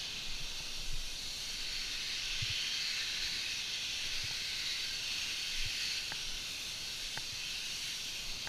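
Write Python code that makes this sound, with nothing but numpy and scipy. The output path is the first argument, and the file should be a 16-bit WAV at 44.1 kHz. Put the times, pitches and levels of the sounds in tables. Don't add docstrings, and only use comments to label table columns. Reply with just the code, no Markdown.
import sys
import numpy as np
from scipy import signal
from scipy.fft import rfft, irfft
from scipy.io import wavfile
from scipy.ndimage import uniform_filter1d

SR = 44100
rng = np.random.default_rng(int(sys.argv[2]) if len(sys.argv) > 2 else 0)


def digitize_waveform(pressure):
    field = np.atleast_2d(pressure).T
    bounded = np.clip(field, -1, 1)
    quanta = np.round(bounded * 32767).astype(np.int16)
    wavfile.write(sys.argv[1], SR, quanta)


N = 373968

# frequency in Hz, relative level in dB.
SPRAY_COLOUR_HZ_DB = [(700, -22), (1250.0, -16.5), (1800.0, -7), (2350.0, -8.5), (2900.0, -3.0),
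                      (3400.0, -0.8), (3900.0, 1.5), (4600.0, -1.0), (5200.0, -7.5), (6400.0, -6),
                      (7700.0, -16.5), (11400.0, -22), (13200.0, -23), (14600.0, -31)]
# centre in Hz, width in Hz, lift in dB.
CASE_MODES_HZ_HZ_DB = [(1506, 177, 6), (2120, 220, 5), (2596, 396, 7), (3138, 98, 4.5), (4410, 220, 5),
                       (4830, 51, -10), (4870, 87, 6), (5566, 250, 6.5), (6070, 360, 2.5), (8560, 350, 1.5),
                       (10230, 1170, 3.5), (12250, 450, 3)]
# time in seconds, relative hiss level in dB.
HISS_S_DB = [(0.0, -41.5), (0.09, -42), (0.82, -43.5), (1.39, -43.5), (1.58, -40.5), (2.36, -38),
             (2.5, -36.5), (3.8, -38.5), (4.72, -38), (4.96, -39), (5.97, -38), (6.04, -41), (7.27, -42.5),
             (7.44, -40.5), (7.82, -40.5), (7.93, -39.5), (7.98, -41), (8.48, -43.5)]
# time in seconds, relative level in dB.
MIST_S_DB = [(0.0, -61), (0.09, -63), (0.99, -59), (1.63, -57), (1.65, -59.5), (2.78, -59.5), (2.88, -58.5),
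             (3.78, -59), (5.93, -57), (6.31, -60), (6.54, -56.5), (7.44, -59), (7.86, -55.5),
             (8.48, -60.5)]
# start of rise in seconds, start of drop in seconds, height aimed for (0-1).
GUN_LIFTS = [(1.05, 2.08, 0.79), (2.6, 3.35, 1), (4.047, 4.715, 0.87), (5.498, 6.004, 0.57),
             (6.75, 7.2, 0.4), (7.58, 7.72, 0.3), (8.05, 8.45, 0.6)]
# start in seconds, peak in dB, low-pass cutoff in Hz.
TICKS_S_DB_HZ = [(0.604, -41, 950), (4.310, -37.5, 1300), (6.1203, -25, 2420), (7.175, -23.5, 2500),
                 (8.4736, -26.5, 2400)]
# frequency in Hz, relative level in dB, t60 in seconds.
TICK_MODES_HZ_DB_S = [(497, -36, 0.007), (897, -5, 0.036), (1613, 3.5, .014), (1870, 2, 0.011)]
# start in seconds, peak in dB, pitch in Hz.
THUMPS_S_DB_HZ = [(0.401, -45.5, 140), (0.603, -49.5, 135), (0.79, -48.5, 146), (0.927, -41.5, 118),
                  (2.419, -32, 110), (2.496, -36, 103), (3.245, -45, 61.7), (4.235, -38.5, 104),
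                  (4.305, -48, 134), (5.654, -37, 98), (6.121, -46.5, 145), (7.174, -47, 140),
                  (7.322, -45, 108)]
# centre in seconds, length in seconds, relative rumble level in dB.
LURCHES_S_S_DB = [(.35, 0.18, -39), (0.935, .4, -40), (1.68, 0.5, -48.5), (2.36, 0.18, -40.5),
                  (3.27, 0.096, -48), (4.164, 0.2, -47), (5.605, 0.096, -42), (6.304, 0.1, -44),
                  (7.13, 0.19, -50), (8.32, 0.12, -51)]
# frequency in Hz, relative density in dB per Hz.
CELLAR_COLOUR_HZ_DB = [(24, -34), (40, -4), (48, -1.5), (140, -6.5), (177, -8), (321, -11), (442, -12),
                       (497, -13.5), (804, -14.5), (890, -14.5), (1300, -16), (1690, -20), (2860, -120)]

RISE_S, DROP_S = 0.29, 0.28
ECHO_LOW_S, ECHO_HIGH_S = 0.34e-3, 0.47e-3
RIPPLE_LOW_DB, RIPPLE_HIGH_DB, RIPPLE_TOP_HZ = 1.5, 2, 4900
HISS_REF_DB, SPRAY_GAIN_DB = -40, 0.35
DRUM_HZ, DRUM_OCTAVES = 2000, 0.56
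DRUM_DB, DRUM_DB_PER_DB, DRUM_HIGH_DB = -2, 0.52, 0.4
JET_HZ, JET_OCTAVES, JET_HIGH_DB = 4060, 0.2, 1.5
MIST_REF_DB, MIST_FROM_HZ = -57.3, 6000
SWAY_DB, RUMBLE_GAIN_DB = -59.5, 2.7
CELLAR_DB = -57
TOP_HZ = 15230


def spray():
    impacts = droplets(per_s=9000, spread_db=2)
    water = rng.standard_normal(N) + undb(-7.0) * impacts
    case_db = sum(db * bell(bins() - hz, width_hz) for hz, width_hz, db in CASE_MODES_HZ_HZ_DB)
    gain = undb(colour(SPRAY_COLOUR_HZ_DB) + case_db) * above(900, order=3)
    heard = irfft(rfft(water) * gain, N)
    flutter_db = 0.39 * walk(35)
    return aim(level(heard, flutter_db - 0.2))


def droplets(per_s, spread_db):
    hit = rng.random(N) < per_s / SR
    size = undb(spread_db * rng.standard_normal(N))
    return level(hit * rng.standard_normal(N) * size, 0)


def aim(water):
    hz, s, slices = signal.stft(water, SR, nperseg=1024)
    hz = np.maximum(hz, 1)[:, None]
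    hiss_db = np.interp(s, *np.transpose(HISS_S_DB))
    mist_level_db = np.interp(s, *np.transpose(MIST_S_DB))
    swell_db = hiss_db - HISS_REF_DB
    height = gun_height(s)

    drum_lift_db = DRUM_DB + DRUM_DB_PER_DB * swell_db + DRUM_HIGH_DB * height
    drum_db = drum_lift_db * bell(np.log2(hz / DRUM_HZ), DRUM_OCTAVES)
    jet_db = JET_HIGH_DB * height * bell(np.log2(hz / JET_HZ), JET_OCTAVES)
    mist_db = (mist_level_db - MIST_REF_DB - swell_db) / (1 + (MIST_FROM_HZ / hz) ** 7)
    ripple_db = echo_ripple_db(hz, height)
    patchy_db = 1.53 * patches(slices.shape, slices_count=12, bins_count=3)

    gain_db = SPRAY_GAIN_DB + hiss_db + drum_db + jet_db + mist_db + ripple_db + patchy_db
    return signal.istft(slices * undb(gain_db), SR)[1][:N]


def echo_ripple_db(hz, height):
    echo_s = np.interp(height, [0, 1], [ECHO_LOW_S, ECHO_HIGH_S])
    depth_db = np.interp(height, [0, 1], [RIPPLE_LOW_DB, RIPPLE_HIGH_DB])
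    return depth_db * np.cos(2 * np.pi * hz * echo_s) / (1 + (hz / RIPPLE_TOP_HZ) ** 4)


def gun_height(s):
    height = np.zeros(len(s))
    for rise_s, drop_s, top in GUN_LIFTS:
        rising = np.clip((s - rise_s) / RISE_S, 0, 1)
        dropping = np.clip(1 - (s - drop_s) / DROP_S, 0, 1)
        height += top * rising * dropping
    return height


def patches(shape, slices_count, bins_count):
    field = rng.standard_normal(shape)
    for _ in range(2):
        field = uniform_filter1d(field, bins_count, axis=0)
        field = uniform_filter1d(field, slices_count, axis=1)
    return level(field, 0)


def ticks():
    out, t = np.zeros(N), np.arange(SR // 20) / SR
    ring = sum(undb(db - 60 * t / t60_s) * np.sin(2 * np.pi * hz * t) for hz, db, t60_s in TICK_MODES_HZ_DB_S)
    for s, peak_db, cutoff_hz in TICKS_S_DB_HZ:
        lowpass = signal.butter(4, cutoff_hz, fs=SR, output="sos")
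        tick = signal.sosfilt(lowpass, ring)
        add(out, s, undb(peak_db) * tick / np.abs(tick).max())
    return out


def mount():
    now = np.arange(N) / SR
    lurches = sum(undb(db) * bell(now - s, length_s) for s, length_s, db in LURCHES_S_S_DB)
    rumble = level(noise(above(9.9, order=3) * below(18.5, order=4)), RUMBLE_GAIN_DB)
    out = (undb(SWAY_DB) + lurches) * rumble
    t = np.arange(SR // 6) / SR
    envelope = (1 - np.exp(-t / 0.0096)) ** 2 * np.exp(-t / 0.0069)
    for s, peak_db, hz in THUMPS_S_DB_HZ:
        knock = envelope * np.sin(2 * np.pi * hz * t)
        add(out, s, undb(peak_db) * knock / np.abs(knock).max())
    return out


def cellar():
    wash = noise(undb(colour(CELLAR_COLOUR_HZ_DB)) * below(1600, order=6) * above(41, order=3))
    return level(wash, CELLAR_DB + 0.79 * walk(4.96))


def undb(db):
    return 10 ** (np.asarray(db) / 20)


def level(x, db):
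    return x * undb(db) / np.sqrt(np.mean(x ** 2))


def bins():
    return np.maximum(np.arange(N // 2 + 1) * SR / N, 1)


def colour(points):
    hz, db = np.transpose(points)
    return np.interp(np.log(bins()), np.log(hz), db)


def noise(gain):
    return irfft(rfft(rng.standard_normal(N)) * gain, N)


def below(hz, order):
    return 1 / np.sqrt(1 + (bins() / hz) ** (2 * order))


def above(hz, order):
    return 1 / np.sqrt(1 + (hz / bins()) ** (2 * order))


def bell(offset, width):
    return 0.5 ** ((2 * offset / width) ** 2)


def walk(rate_hz):
    hold = int(SR / rate_hz)
    held = rng.standard_normal(N // 100)[np.arange(N) // hold]
    return level(uniform_filter1d(uniform_filter1d(held, hold), hold), 0)


def add(track, s, sound):
    i = int(s * SR)
    track[i:i + len(sound)] += sound[:N - i]


def scene():
    mono = spray() + ticks() + mount() + cellar()
    return np.array([mono, mono])


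def record(dry):
    return irfft(rfft(dry) * below(TOP_HZ, order=400), N)


dry = scene()
out = record(dry)
digitize_waveform(out)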